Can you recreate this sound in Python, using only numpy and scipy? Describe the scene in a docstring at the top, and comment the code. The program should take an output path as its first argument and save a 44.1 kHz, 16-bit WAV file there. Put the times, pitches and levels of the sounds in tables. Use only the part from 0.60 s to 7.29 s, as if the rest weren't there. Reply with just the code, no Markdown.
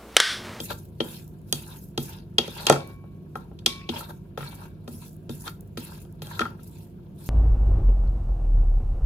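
"""Wooden chopsticks toss floured mushroom in a ceramic bowl in a small kitchen, close to a two-port microphone.
An appliance hums throughout. From the first moment taps click on the bowl, which thuds on the counter;
after many taps the tips drag through flour and food, and between them they scoop and loose crumbs tick.
From about two seconds, three blows also ring a neighbouring plate, which the bowl soon partly mutes.
Most later taps are lighter, until a strong cluster near 5.8 seconds; at the end only soft scoops are left."""
import sys
import numpy as np
from scipy import signal
from scipy.fft import rfft, irfft
from scipy.io import wavfile
from scipy.ndimage import uniform_filter1d

SR = 44100
rng = np.random.default_rng(int(sys.argv[2]) if len(sys.argv) > 2 else 0)


def transcribe(signal):
    """Save signal, clipped to [-1, 1], as a 16-bit WAV file at the path in sys.argv[1]."""
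    frames = np.atleast_2d(signal).T
    limited = np.clip(frames, -1, 1)
    pcm = np.round(limited * 32767).astype(np.int16)
    wavfile.write(sys.argv[1], SR, pcm)


N = 295029

# Every tap of the sticks on the bowl, with the strength of each part of the blow:
# t/s, click/dB, counter boom/dB, thud/dB, knock/dB, stick/dB, contact time/ms
TAPS = [(0.0014, -23.5, -40, -33, -32.5, -50.5, 5.5), (0.1039, -30.5, -35, -38, -34, -32.5, 7.3),
        (0.4031, -13.5, -38, -24.5, -15, -29.5, 8.9), (0.9262, -17.5, -27.5, -30.5, -34, -37, 0.96),
        (1.3762, -19, -20, -23.5, -26.5, -29.5, 5), (1.7826, -3, -36, -25, -13, -25.5, 6.84),
        (1.8785, -38, -54, -34.5, -34.5, -46, 3), (2.0672, -7.5, -32, -36, -22.5, -23.5, 4.9),
        (2.0979, -12.5, -16.5, -23, -1, -10.5, 2.1), (2.1122, -43, -22.5, -27, -15, -38, 4.2),
        (2.1243, -20.5, -36.5, -44.5, -22, -16, 3.2), (2.158, -38, -50, -51.5, -46, -26.5, 3.3),
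        (2.438, -66, -60.5, -61, -45, -54, 5), (2.7545, -42, -37.5, -39.5, -31, -23, 3.8),
        (2.913, -66, -69.5, -51.5, -42, -52.5, 8.3), (2.9889, -37, -42, -62.5, -52.5, -66, 6.5),
        (3.0608, -2.5, -54, -27, -29, -26.5, 5.35), (3.2899, -12.5, -47, -23, -27.5, -37.5, 9),
        (3.3578, -27, -41.5, -30.5, -68, -38, 19), (3.406, -52, -49.5, -58, -50, -31, 6.7),
        (3.49, -55.5, -47, -52, -41.5, -48, 6.6), (3.5059, -54, -39.5, -51, -54.5, -46.5, 5.8),
        (3.7751, -33, -25.5, -39.5, -27.5, -29.5, 5.1), (3.8063, -36, -31.5, -54, -44, -30.5, 8.1),
        (3.8278, -41, -35, -68, -53, -26.5, 7.7), (4.2771, -37, -42, -29.5, -36.5, -41.5, 4.5),
        (4.335, -59.5, -47, -33, -55, -62.5, 6), (4.6935, -33, -25.5, -26.5, -39.5, -44.5, 5),
        (4.8662, -52, -52.5, -52, -51, -35.5, 3), (4.8775, -27, -45, -48, -52, -26, 5.6),
        (5.1728, -28.5, -38, -24.5, -41.5, -34.5, 5.2), (5.45, -57.5, -59, -63.5, -50.5, -55.5, 3.4),
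        (5.619, -31, -30, -45, -36.5, -42.5, 5.4), (5.669, -40, -41.5, -63, -43, -57, 2.8),
        (5.7927, -21.5, -36.5, -32, -39, -15, 5.1), (5.8064, -20.5, -32, -21.5, -23.5, -51, 6.4),
        (5.8144, -25, -43, -32, -67, -9.5, 6.6), (5.8525, -45, -36.5, -56, -47.5, -20, 4),
        (5.863, -55, -51.5, -48.5, -49.5, -25.5, 4), (5.99, -67.5, -55, -55.5, -63, -43, 9.1)]


def gain_of(db):
    """Turns decibels into a factor."""
    return 10 ** (np.asarray(db) / 20)


def evened(x):
    """Scales a signal to an rms (average strength) of 1."""
    return x / np.sqrt(np.mean(x ** 2) + 1e-20)


def read(points, hz):
    """Reads a (f/Hz, value) table between its points, along a log-frequency axis."""
    f, value = np.transpose(points)
    return np.interp(np.log(hz + 1), np.log(f + 1), value)


def add(mix, s, sound):
    """Mixes a sound in at s seconds, cutting off what runs past the end."""
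    part = mix[..., round(s * SR):][..., :sound.shape[-1]]
    part += sound[..., :part.shape[-1]]


def taps():
    """Each tap is a dry snap plus the dying modes of the bowl, both weighted by the colour of the blow."""
    # Centres of the six parts of a blow: boom, thud, knock, stick, click, tick: f/Hz
    blow_hz = (140, 240, 600, 1350, 3300, 9000)
    # Modes of bowl, sticks and counter, before shortening: f/Hz, level/dB, t60/s
    bowl_modes = [(141.8, -3.5, 0.49), (234.3, 3.5, 0.13), (339.3, 1.5, 0.12), (429, 10, 0.044),
                  (545.6, 6, 0.042), (738, -1, 0.059), (822.7, 7.5, 0.033), (1052, -5.5, 0.064),
                  (1280, -3, 0.086), (1373.7, -2, 0.077), (1558, -2, 0.028), (1857, 0.5, 0.026),
                  (2504, -6.5, 0.033), (3236, -1, 0.041), (3271, -7, 0.055), (3653, -4.5, 0.039),
                  (3950, -10.5, 0.037), (4550, -10, 0.081), (5446, -14, 0.029), (6210, -13.5, 0.071),
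                  (8150, -5.5, 0.032)]
    # Colour of the dry snap of contact: f/Hz, level/dB
    snap_colour = [(300, -19.5), (1000, -9), (3000, 1.5), (8000, 1.5), (11000, -2), (14000, -4.5),
                   (16500, -38)]
    tick_db, tick_db_per_ms = 19.5, -6  # the shorter the contact, the brighter the tick over the click
    thud_lag_ms = 6.3  # the bowl rocks onto the counter just after the tap
    knock_lag_ms = 1.3  # the body of the bowl answers after the first click
    ring_factor = 0.6  # factor on every mode's t60
    out = np.zeros((2, N))
    t = np.arange(SR // 3) / SR
    hz, mode_db, t60 = np.transpose(bowl_modes)[:, :, None]
    lag_ms = np.where(hz < 300, thud_lag_ms, (hz < 1100) * knock_lag_ms)
    since = np.maximum(t - lag_ms / 1000, 0)
    f = np.fft.rfftfreq(4096, 1 / SR)
    for s, click_db, boom_db, thud_db, knock_db, stick_db, ms in TAPS:
        bright_db = click_db + tick_db + tick_db_per_ms * ms
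        blow = list(zip(blow_hz, (boom_db, thud_db, knock_db, stick_db, click_db, bright_db)))
        detune, spot, phase, apart = rng.standard_normal((4, len(bowl_modes), 1))
        rise = 1 - np.exp(-since / (0.31 / hz + ms * 0.0003))  # builds over part of a cycle and of the contact
        start_db = read(blow, hz) + mode_db + 1.2 * spot  # each mode's level varies from tap to tap
        fall = gain_of(start_db - 60 * since / (t60 * ring_factor))
        # each mode's pitch varies slightly at random from tap to tap
        turn = 2 * np.pi * hz * (1 + .006 * detune) * t
        views = []
        for side in (0, 1):
            angle = turn + 2 * phase + side * (np.pi + apart) / 2
            views.append((rise * fall * np.sin(angle)).sum(0))
        sound = np.array(views)
        u = t[:4096] * 1000 / np.clip(ms, .3, 30)  # time counted in contact times
        snap = rng.standard_normal((2, 4096)) * 8 * u * np.exp(-3 * u)
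        colour = gain_of(read(blow, f) + read(snap_colour, f))
        # moved 64 samples later while it is coloured, then back
        snap = irfft(rfft(np.roll(snap, 64, axis=1)) * colour, 4096)
        sound[:, :4032] += snap[:, 64:]
        add(out, s, sound)
    return out


def strokes():
    """Flour hisses, the tips excite the bowl's upper modes, and lumps of food knock its lower ones."""
    # Colour of the flour hiss: f/Hz, relative level/dB per Hz
    hiss_colour = [(3000, -29), (5000, -7.5), (7000, -5), (9500, -3), (13000, 0.5), (14600, -2.5),
                   (15500, -7), (16500, -36)]
    # Modes rubbed by the tips: f/Hz, width/Hz, level/dB
    rub_modes = [(2760, 460, -3.5), (3120, 32, -2), (3670, 2100, -0.5), (4111, 1400, -15)]
    # Modes knocked by the food: f/Hz, width/Hz, level/dB
    tumble_modes = [(590, 220, -1.5), (925, 220, 4.5), (1414, 260, -0.5), (1568, 190, -2)]
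    hiss_gain, rub_gain, tumble_gain = stroke_gains()
    colour = gain_of(read(hiss_colour, np.fft.rfftfreq(N, 1 / SR)))
    flour = grit(440, 6.7, 0.36, 3.2, 2.9, patchy_db=3.0)
    hiss = evened(irfft(rfft(flour) * colour, N))
    rub = resonances(grit(200, 3.2, .5, 1.6, 3, patchy_db=4), rub_modes)
    tumble = resonances(grit(150, 3.2, .7, 2.3, 4, patchy_db=3), tumble_modes)
    return hiss_gain * hiss + rub_gain * rub + tumble_gain * tumble


def stroke_gains():
    """Gains of hiss, rub and tumble: drags and scoops add in power over a constant faint level."""
    # Drags start with a tap, hold while the tips push through, then lift:
    # start t/s, length/s, flour hiss/dB, tips rubbing the glaze/dB, food tumbling/dB
    drags = [(0.0, 0.17, -44, -48.5, -51.5), (0.396, 0.27, -52.5, -59, -45), (0.915, 0.32, -47, -46, -51),
             (1.36, 0.12, -43, -47.5, -66), (1.77, .28, -49.5, -37.5, -42.5),
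             (2.059, 0.077, -66, -30.5, -30), (2.743, 0.013, -59, -56.5, -52), (3.046, 0.2, -83, -40, -54),
             (3.298, 0.27, -59.5, -49.5, -52), (3.78, 0.27, -49, -45, -40.5),
             (4.275, 0.22, -49.5, -60, -57.5), (4.688, .2, -48, -53.5, -52), (5.164, 0.23, -47, -46, -53.5),
             (5.618, 0.14, -45.5, -55.5, -64), (5.78, 0.017, -50.5, -40, -35)]
    # The tips scoop along the bowl and swell: centre t/s, half-width/s, hiss/dB, rub/dB, tumble/dB
    scoops = [(0.115, 0.014, -43, -37.5, -36), (0.519, 0.063, -45, -51, -60), (0.9, 0.031, -62, -67, -77),
              (1.12, 0.041, -49.5, -55, -49.5), (1.515, 0.061, -73, -53, -51),
              (2.04, 0.075, -47, -43.5, -41.5), (2.285, 0.034, -59.5, -58, -54.5),
              (3.384, 0.04, -44, -41.5, -40.5), (3.501, 0.012, -52.5, -57, -43),
              (4.029, 0.035, -62.5, -57.5, -50.5), (4.439, 0.024, -58.5, -54, -57.5),
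              (4.874, 0.018, -49, -43, -41), (5.32, 0.041, -74, -56, -51),
              (5.761, 0.068, -64, -52.5, -46.5), (6.05, 0.046, -59.5, -68.5, -70),
              (6.18, 0.062, -56.5, -63.5, -65.5), (6.66, 0.041, -47.5, -57, -61)]
    # Fall while the drag holds: hiss, rub, tumble, all in dB per s
    sag = (28.5, 83.5, 89.5)
    # Further fall once the tips lift: hiss, rub, tumble, all in dB per s
    lift = (170.5, 112.5, 71)
    # Constant faint level beneath the strokes: hiss/dB, rub/dB, tumble/dB
    floor_level = (-76.5, -80, -70.5)
    attack_s = 0.0033
    t = np.arange(0, N + 64, 64) / SR
    power = gain_of(floor_level)[:, None] ** 2 * np.ones(len(t))
    tap_times = [tap[0] for tap in TAPS]
    for s, length, *db in drags:
        nearest_tap = min(tap_times, key=lambda tap_s: abs(tap_s - s))  # the drag begins here
        since = np.maximum(t - nearest_tap, 0)
        fall_db = np.outer(sag, since) + np.outer(lift, np.maximum(since - length, 0))
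        attack = np.minimum(since / attack_s, 1)
        power = power + (attack * gain_of(np.c_[db] - fall_db)) ** 2
    for s, width, *db in scoops:
        power = power + gain_of(np.c_[db]) ** 2 * np.exp(-((t - s) / width) ** 2)
    return [np.interp(np.arange(N) / SR, t, np.sqrt(p)) for p in power]


def grit(per_s, spread_db, share, flutter_db, grain_ms, patchy_db):
    """Fine noise with scattered short bursts, fluttering and changing colour as the tips stick and slip."""
    strength = rng.exponential(1, N)
    size = gain_of(spread_db * np.minimum(strength, 4)) * (rng.random(N) < per_s / SR)
    bursts = signal.lfilter([1], [1, -np.exp(-1000 / (grain_ms * SR))], size)  # each burst dies away
    flutter = evened(uniform_filter1d(rng.standard_normal(N), 700))
    z = signal.stft(rng.standard_normal((2, N)), nperseg=256)[2]
    # patches of time and pitch that come out louder or softer
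    patches = uniform_filter1d(rng.standard_normal(z.shape[:0:-1]), size=12, axis=0)
    patches = evened(uniform_filter1d(patches, size=4, axis=1)).T
    noise = signal.istft(z * gain_of(patchy_db * patches), nperseg=256)[1][:, :N]
    return noise * (1 + share * evened(bursts)) * gain_of(flutter_db * flutter)


def resonances(x, table):
    """Rings a signal through steep resonances (f/Hz, width/Hz, level/dB), then evens it."""
    f = np.fft.rfftfreq(N, 1 / SR)
    shape = sum(gain_of(db) / (1 + 2j * (f - hz) / width) ** 2 for hz, width, db in table)
    return evened(irfft(rfft(x) * shape, N))


def crumbs():
    """Each loose crumb ticks onto the glaze: bright noise dying in about a millisecond."""
    # Crumb ticks: t/s, level/dB
    crumb_ticks = [(0.2538, -42), (0.6789, -41), (0.817, -54), (1.199, -57), (1.262, -51), (1.288, -47),
                   (2.2754, -37.5), (4.4817, -44), (4.4937, -46), (4.5306, -47), (4.566, -43.5),
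                   (5.0088, -36.5), (5.0764, -51), (5.4173, -40), (5.526, -44), (5.905, -48), (6.033, -48),
                   (6.075, -40)]
    out = np.zeros((2, N))
    t = np.arange(200) / SR
    for s, db in crumb_ticks:
        bright = np.diff(rng.standard_normal(202), 2) / 2  # differences favour the treble
        add(out, s, gain_of(db) * bright * np.exp(-t / .001))
    return out


def plate():
    """Two long-ringing modes of a plate beside the bowl swell in through the counter."""
    # Modes of the plate, low then high: f/Hz, level/dB, t60/s
    plate_modes = [(1102, -3.5, 1.17), (2305, -1, 0.83)]
    # Blows that set the plate ringing: t/s, level/dB
    plate_blows = [(2.109, -42.5), (3.069, -40), (3.829, -51.5)]
    # The bowl nudges the plate and mutes its low mode: t/s, change/dB
    touch_s, mute_db = 3.295, -6
    out = np.zeros(N)
    t = np.arange(SR) / SR
    low, high = (gain_of(db - 60 * t / t60) * np.sin(2 * np.pi * hz * t) for hz, db, t60 in plate_modes)
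    swell = 1 - np.exp(-t / 0.0045)
    for s, db in plate_blows:
        muted = np.clip((s + t - touch_s) / .01, 0, 1)  # 0 before the nudge, 1 after 10 ms
        add(out, s, gain_of(db) * (gain_of(mute_db * muted) * low + high) * swell)
    return out


def kitchen(x):
    """The room answers with sparse echoes of random sign, each band dying at its own speed."""
    # Echo time of the room: f/Hz, t60/s
    echo_time = [(200, 0.44), (1000, 0.25), (4000, 0.22), (12000, 0.29)]
    echoes = np.zeros((2, SR // 2))
    at = np.arange(300, SR // 2 - 20, 20)
    at = at + rng.integers(0, 20, (2, len(at)))  # one echo somewhere in every 20 samples
    np.put_along_axis(echoes, at, rng.choice([-1., 1.], at.shape), 1)
    hz, t, z = signal.stft(echoes, SR, nperseg=256)
    t60 = np.maximum(read(echo_time, hz), .05)[:, None]
    tail = signal.istft(z * gain_of(-60 * t / t60), SR, nperseg=256)[1]
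    return signal.fftconvolve(x[None], tail / np.linalg.norm(tail[0]), axes=1)[:, :N]


def air():
    """Room noise with drifting patches, and the wavering hum of an appliance."""
    # Colour of the room noise: f/Hz, relative level/dB per Hz
    air_colour = [(34, -38.5), (58, -10.5), (91, -10), (185, -11.5), (297, -22.5), (343, -16.5), (577, -34),
                  (698, -30), (824, -47.5), (950, -42.5), (1900, -55), (2500, -50), (7290, -66.5),
                  (13500, -58), (16700, -67.5)]
    # Tones of the appliance: f/Hz, level/dB
    hum_tones = [(49.6, -58.5), (99.4, -52.5), (155, -50.5), (179, -55), (200, -58), (347, -63.5)]
    frames, hz = N // 512 + 5, np.fft.rfftfreq(2048, 1 / SR)
    a, b, c, d, patches = rng.standard_normal((frames, 1025, 5)).T
    patches = evened(uniform_filter1d(uniform_filter1d(patches, 12, 0), 8, 1))
    z = np.array([a + 1j * b, c + 1j * d]) * gain_of(read(air_colour, hz)[:, None] + .8 * patches)
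    noise = evened(signal.istft(z, nperseg=2048, noverlap=1536)[1][:, :N])
    t = np.arange(N) / SR
    waver = uniform_filter1d(rng.standard_normal((len(hum_tones), N)), 9000, axis=1)
    hum = np.zeros(N)
    for (f, db), w in zip(hum_tones, waver):
        hum += np.sqrt(2) * gain_of(db + 0.76 * evened(w)) * np.sin(2 * np.pi * f * t)
    return gain_of(-45) * noise + hum


def ports(pair):
    """Blends two views of the sound field into the two ports, one a short path behind the other."""
    # Level difference of the ports: f/Hz, left minus right/dB
    port_tilt = [(300, 0.5), (900, 2), (3000, 3.5), (6000, -2), (9000, 0)]
    # How alike the ports are: f/Hz, likeness from 0 to 1
    port_same = [(300, 0.9), (700, 0.29), (1500, 0.15), (7000, 0.1), (9000, .85), (15000, 1), (16200, 0.22)]
    gap_s = .000295  # travel time between the ports
    f = np.fft.rfftfreq(N, 1 / SR)
    a, b = rfft(pair)
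    same = np.clip(read(port_same, f), 0, .995)
    tilt = gain_of(read(port_tilt, f) / 2)  # half the difference on each side
    half_turns = 2 * gap_s * f
    lead = np.pi * np.where(half_turns < 1, half_turns ** 3, -half_turns)  # left leads in the bass, lags above
    right = (same * a + np.sqrt(1 - same ** 2) * b) * np.exp(-1j * lead)
    return irfft([a * tilt, right / tilt], N)


def scene():
    """Bowl and food reach the ports directly and through the room, with plate and air added."""
    knocks = taps() + crumbs()
    drags = strokes()
    room = gain_of(-11.5) * kitchen(knocks[0] + drags[0])
    return ports(knocks + drags + plate() + room + air())


def record(dry):
    """Clips peaks at 0.8, then removes the deep bass and the very top of the treble."""
    low_cut = signal.butter(6, 42, "high", fs=SR, output="sos")
    thin = signal.sosfilt(low_cut, np.clip(dry, -.8, .8))
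    edge = signal.firwin(1023, 16650, window=("kaiser", 9), fs=SR)  # upper limit in Hz
    return signal.oaconvolve(thin, edge[None], "same")


dry = scene()
out = record(dry)
transcribe(out)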